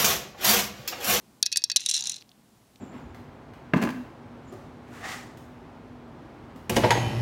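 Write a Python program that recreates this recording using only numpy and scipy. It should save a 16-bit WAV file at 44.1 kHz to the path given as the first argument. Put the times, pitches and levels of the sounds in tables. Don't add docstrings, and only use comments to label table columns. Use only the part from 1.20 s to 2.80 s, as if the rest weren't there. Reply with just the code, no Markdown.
import sys
import numpy as np
from scipy import signal
from scipy.fft import rfft, irfft, next_fast_len
from scipy.io import wavfile

SR = 44100
rng = np.random.default_rng(int(sys.argv[2]) if len(sys.argv) > 2 else 0)


def generate_wav(signal):
    frames = np.transpose(np.atleast_2d(signal))
    scaled = np.clip(frames, -1, 1) * 32767
    pcm = np.round(scaled).astype(np.int16)
    wavfile.write(sys.argv[1], SR, pcm)


N = 70560
TIME = np.arange(N) / SR
RING_TIME = np.arange(SR // 4) / SR

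# f/Hz, relative level/dB
ROOM_TONE_SPECTRUM = [(15, -56), (25, -21.5), (59, -9), (91, -13), (113, -1), (148, -8), (204, 0.5),
                      (297, -6), (523, -14), (871, -14), (1710, -22), (7700, -26), (15500, -30.5)]
# t/s, relative level/dB
ROOM_TONE_LEVEL = [(0, 4.5), (.2, 3.5), (.26, -3), (.9, 1.5), (1.2, 2.5), (1.6, 3)]
# f/Hz, relative level/dB
TAIL_SPECTRUM = [(200, 17), (1800, 4.5), (4200, 1.5), (6000, -8), (9000, -23), (15000, -6.5)]
# t/s, level/dB, f/Hz, band edge/ratio to f
HANDLING_TICKS = [(1.01, -43, 4450, 1.27), (1.0171, -46.5, 4500, 1.2), (1.0223, -42, 3270, 1.66),
                  (1.092, -46, 4580, 1.27), (1.1162, -47.5, 3560, 1.26), (1.5582, -46.5, 3476, 1.65)]
# f/Hz, relative level/dB
ROLL_SPECTRUM = [(300, -29.5), (600, -11.5), (780, 1.5), (1100, -8), (1700, -3), (3000, -34.5)]
# t/s, level/dB
CHATTER_LEVEL = [(.57, -57), (.61, -39), (.645, -43), (.69, -40.5), (.725, -38), (.755, -32.5), (.8, -38),
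                 (.835, -65), (.865, -39), (.925, -48.5), (.97, -51), (1.02, -63.5)]
# f/Hz, t60/s, level struck on the wall/dB, level struck on the foot/dB
TUBE_MODES = [(587, 0.03, -41.5, -41), (1653, .07, -28, -34), (1910, .026, -22, -25.5),
              (2542, 0.12, -21.5, -28), (2770, 0.066, -23, -18), (3236, 0.058, -22.5, -32.5),
              (3485, .05, -16, -15), (3810, 0.048, -14, -10), (3975, 0.047, -12.5, -10),
              (4150, 0.032, -10, -6), (4520, 0.065, -12, -18.5), (4854, 0.036, -9, -13.5),
              (5510, 0.022, -1, -4), (6020, 0.031, -9, -8.5), (6620, .02, -12.5, -21),
              (6840, .025, -18, -11), (7580, 0.021, -10.5, -13)]
# f/Hz, t60/s, level against the wall/dB, level against the foot/dB
PIECE_MODES = [(8840, 0.018, -10.5, -16), (9480, .014, -17, -17), (9830, 0.014, -9, -19),
               (10530, .016, -27.5, -29.5), (11840, .016, -25.5, -29.5)]
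# f/Hz, relative level/dB
WALL_CRACK_SPECTRUM = [(200, -40), (600, -24), (1100, -30), (1800, -8), (3000, -11), (4100, 8), (5000, 1),
                       (6400, 6.5), (8000, -8.5), (10500, -9), (13500, -16.5), (16000, -28.5)]
# f/Hz, relative level/dB
FOOT_CRACK_SPECTRUM = [(200, -28.5), (600, -28.5), (1300, -19.5), (2200, -6), (3100, 1.5), (3900, 1.5),
                       (4700, -3), (6000, 6.5), (8000, -6), (9600, -9), (12000, -23.5), (14200, -24),
                       (16000, -31.5)]
# t/s, level/dB, bass/dB, treble/dB, f the struck spot favours/Hz,
# ring length/factor, hollow ring of the tube/dB
WALL_KNOCKS = [(0.2274, -8.5, 4, 4, 4240, .65, -7), (0.2577, -27, -5, 4.5, 4400, 1.2, -7),
               (0.2618, -16, 0, 1.5, 5500, 1.05, -2), (0.3176, -27, -3, -3, 3900, 1.5, 8),
               (0.3256, -18.5, -6, 0.5, 4450, 1.3, 13.5), (0.3596, -17, 7.5, -1, 4150, .8, -2),
               (.368, -28.5, -1, -4.5, 4800, 1.3, -0.5), (0.3713, -12, -6, 5, 8800, 1.05, 3),
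               (0.3921, -46, 3.5, 7, 3500, 1.05, 0), (.4101, -54.5, -6.5, 3, 3423, 1.05, 1),
               (0.4199, -33.5, 6, -8, 4400, 0.79, 2), (.4392, -14, -3.5, 4.5, 5500, .95, -7.5),
               (0.4991, -17, 4, -10, 6400, 1.05, 2), (0.5163, -19, 1.5, -6, 4466, 0.9, 1.5)]
# t/s, level/dB, bass/dB, treble/dB, f the struck spot favours/Hz
FOOT_BOUNCES = [(0.561, -12.5, 1.5, 15, 3800), (0.5666, -12.5, -1.5, 12, 5900),
                (0.5957, -31.5, 7, -1, 4000), (0.6053, -39.5, 0, 25.5, 5900), (0.6158, -30.5, 5, -23, 4000),
                (0.661, -19, 1, 18, 3700), (0.6882, -20.5, -3, 5, 5600), (0.6936, -20, 1.5, 12, 5800),
                (0.699, -25.5, -7, 18, 7500), (0.712, -12, -11, 4.5, 7500), (0.7387, -23.5, -1, 9.5, 4100),
                (0.7422, -15.5, -5, 5.5, 4100), (0.75, -20, -8, 3, 5600), (0.7561, -19.5, -6, -4, 4100),
                (0.7649, -16.5, -17, 4, 4100), (0.7778, -20, -4.5, -1, 4100), (0.7902, -28, -1, 9, 4100),
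                (0.7974, -23, -15, -7, 4100), (0.8077, -24.5, -9, 9.5, 6900), (0.8232, -17, -18, -13, 6000),
                (.8389, -28, -5, 9, 6800), (0.8463, -25, -9, -7, 6000), (0.8563, -28.5, -1, 9, 4100),
                (0.8642, -43.5, 22.5, -4, 4100), (0.8708, -32, -7, 6, 5700),
                (0.8714, -20, -13.5, 9.5, 5940), (0.886, -36, -3, -5, 6000),
                (0.8953, -20.5, -12.5, 13.5, 6600), (0.8976, -40, 14, 25.5, 4100), (.915, -36, 3, 9, 6000),
                (0.919, -31.5, 1.5, 15, 6000), (0.932, -34, 0, -10, 4100), (0.9422, -27.5, -9, -4.5, 6500),
                (0.9596, -39, -3, 11, 4100), (0.964, -37.5, 3.5, 14, 4100), (0.9827, -39, -3, -11, 4100)]


def from_db(db):
    return 10 ** (np.asarray(db) / 20)


def colour(x, spectrum):
    size = next_fast_len(2 * len(x)) * 2
    hz, db = np.transpose(spectrum)
    bin_hz = np.arange(size // 2 + 1) * SR / size
    gain = from_db(np.interp(np.log(bin_hz + 1), np.log(hz), db))
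    gain /= np.sqrt(np.mean(gain ** 2))
    cepstrum = irfft(np.log(gain))
    cepstrum[1:size // 2] *= 2
    cepstrum[size // 2 + 1:] = 0
    return irfft(rfft(x, size) * np.exp(rfft(cepstrum)))[:len(x)]


def bell(x, hz, db, q):
    w, g = 2 * np.pi * hz / SR, from_db(db / 2)
    a = np.sin(w) / (2 * q)
    middle = -2 * np.cos(w)
    return signal.lfilter([1 + a * g, middle, 1 - a * g], [1 + a / g, middle, 1 - a / g], x)


def decay(t60):
    return np.exp(-np.log(1000) * RING_TIME / t60)


def burst(t60):
    fade = np.sqrt(decay(t60))
    spectrum = rfft(rng.standard_normal(len(fade)) * fade)
    even = irfft(spectrum / np.abs(spectrum), len(fade)) * fade
    return even * np.sqrt(np.sum(fade ** 4) / np.sum(even ** 2))


def add(out, t, sound):
    start = int(t * SR)
    out[start:start + len(sound)] += sound[:N - start]


def room_tone(noise_db=-62.5, hum_hz=120, hum_db=-71):
    level = from_db(noise_db + np.interp(TIME, *np.transpose(ROOM_TONE_LEVEL)))
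    noise = colour(rng.standard_normal(N + SR), ROOM_TONE_SPECTRUM)[SR:]
    hum = from_db(hum_db) * np.sqrt(2) * np.sin(2 * np.pi * hum_hz * TIME)
    return level * noise + hum


def room_tail(direct, t60=0.22, db=-20.5, delay_s=0.012):
    tail = colour(burst(t60) * (RING_TIME > delay_s), TAIL_SPECTRUM)
    tail /= np.sqrt(np.sum(tail ** 2))
    return from_db(db) * signal.fftconvolve(direct, tail)[:N]


def handling_ticks():
    out = np.zeros(N)
    for t, db, hz, edge in HANDLING_TICKS:
        band = [(hz / edge ** 2, -18), (hz / edge, -5), (hz, 0), (hz * edge, -6), (hz * edge ** 2, -22)]
        add(out, t, from_db(db) * colour(burst(t60=0.012), band))
    return out


def roll(peak_s=0.85, spread_s=0.076, peak_db=-60):
    swell = np.exp(-0.5 * ((TIME - peak_s) / spread_s) ** 2)
    return from_db(peak_db) * swell * colour(rng.standard_normal(N), ROLL_SPECTRUM)


def chatter(spots=6, touches_per_s=380, scatter_db=3.3):
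    t, db = np.transpose(CHATTER_LEVEL)
    count = N // 100
    jitter, polarity, place = rng.random((count, 3)).T
    times = t[0] + (np.arange(count) + jitter) / touches_per_s
    touch_db = np.interp(times, t, db) + scatter_db * rng.standard_normal(count)
    pushes = from_db(touch_db) * np.sign(polarity - 0.5)
    out = np.zeros(N)
    for spot in range(spots):
        here = (times < t[-1]) & ((place * spots).astype(int) == spot)
        impulses = np.zeros(N)
        impulses[(times[here] * SR).astype(int)] = pushes[here]
        out += signal.fftconvolve(impulses, contact(on_foot=True))[:N]
    return out


def contact(on_foot, ring_factor=1, scatter_db=1.85):
    hz, t60, wall_db, foot_db = np.transpose(TUBE_MODES + PIECE_MODES)
    mode_db = (foot_db if on_foot else wall_db) + scatter_db * rng.standard_normal(len(hz))
    gains = from_db(mode_db) * (-1) ** np.arange(len(hz))
    modes = np.sin(2 * np.pi * hz[:, None] * RING_TIME) * decay(ring_factor * t60[:, None])
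    if on_foot:
        crack = from_db(-0.5) * colour(burst(t60=ring_factor * 0.014), FOOT_CRACK_SPECTRUM)
    else:
        crack = colour(burst(t60=ring_factor * 0.019), WALL_CRACK_SPECTRUM)
    return gains @ modes + crack


def blow(touch, db, bass_db, treble_db, spot_hz, spot_lift_db=7):
    hit = bell(touch, spot_hz, spot_lift_db, q=9.4) * from_db(db - spot_lift_db / 2)
    hit = bell(hit, hz=1900, db=bass_db, q=1)
    return bell(hit, hz=10650, db=treble_db, q=0.91)


def knocks_and_bounces():
    out = np.zeros(N)
    for t, *manner, ring_factor, hollow_db in WALL_KNOCKS:
        knock = blow(contact(on_foot=False, ring_factor=ring_factor), *manner)
        add(out, t, bell(knock, hz=2580, db=hollow_db, q=3.1))
    for t, *manner in FOOT_BOUNCES:
        add(out, t, blow(contact(on_foot=True), *manner))
    return out


def scene(bass_cut_hz=110):
    low_cut = signal.butter(2, bass_cut_hz, "high", fs=SR, output="sos")
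    tube = signal.sosfilt(low_cut, knocks_and_bounces() + chatter())
    direct = tube + roll() + handling_ticks()
    return (direct + room_tail(direct) + room_tone())[None]


def record(dry, cutoff_hz=15600):
    return signal.sosfilt(signal.cheby1(12, 0.2, cutoff_hz, fs=SR, output="sos"), dry)


dry = scene()
out = record(dry)
generate_wav(out)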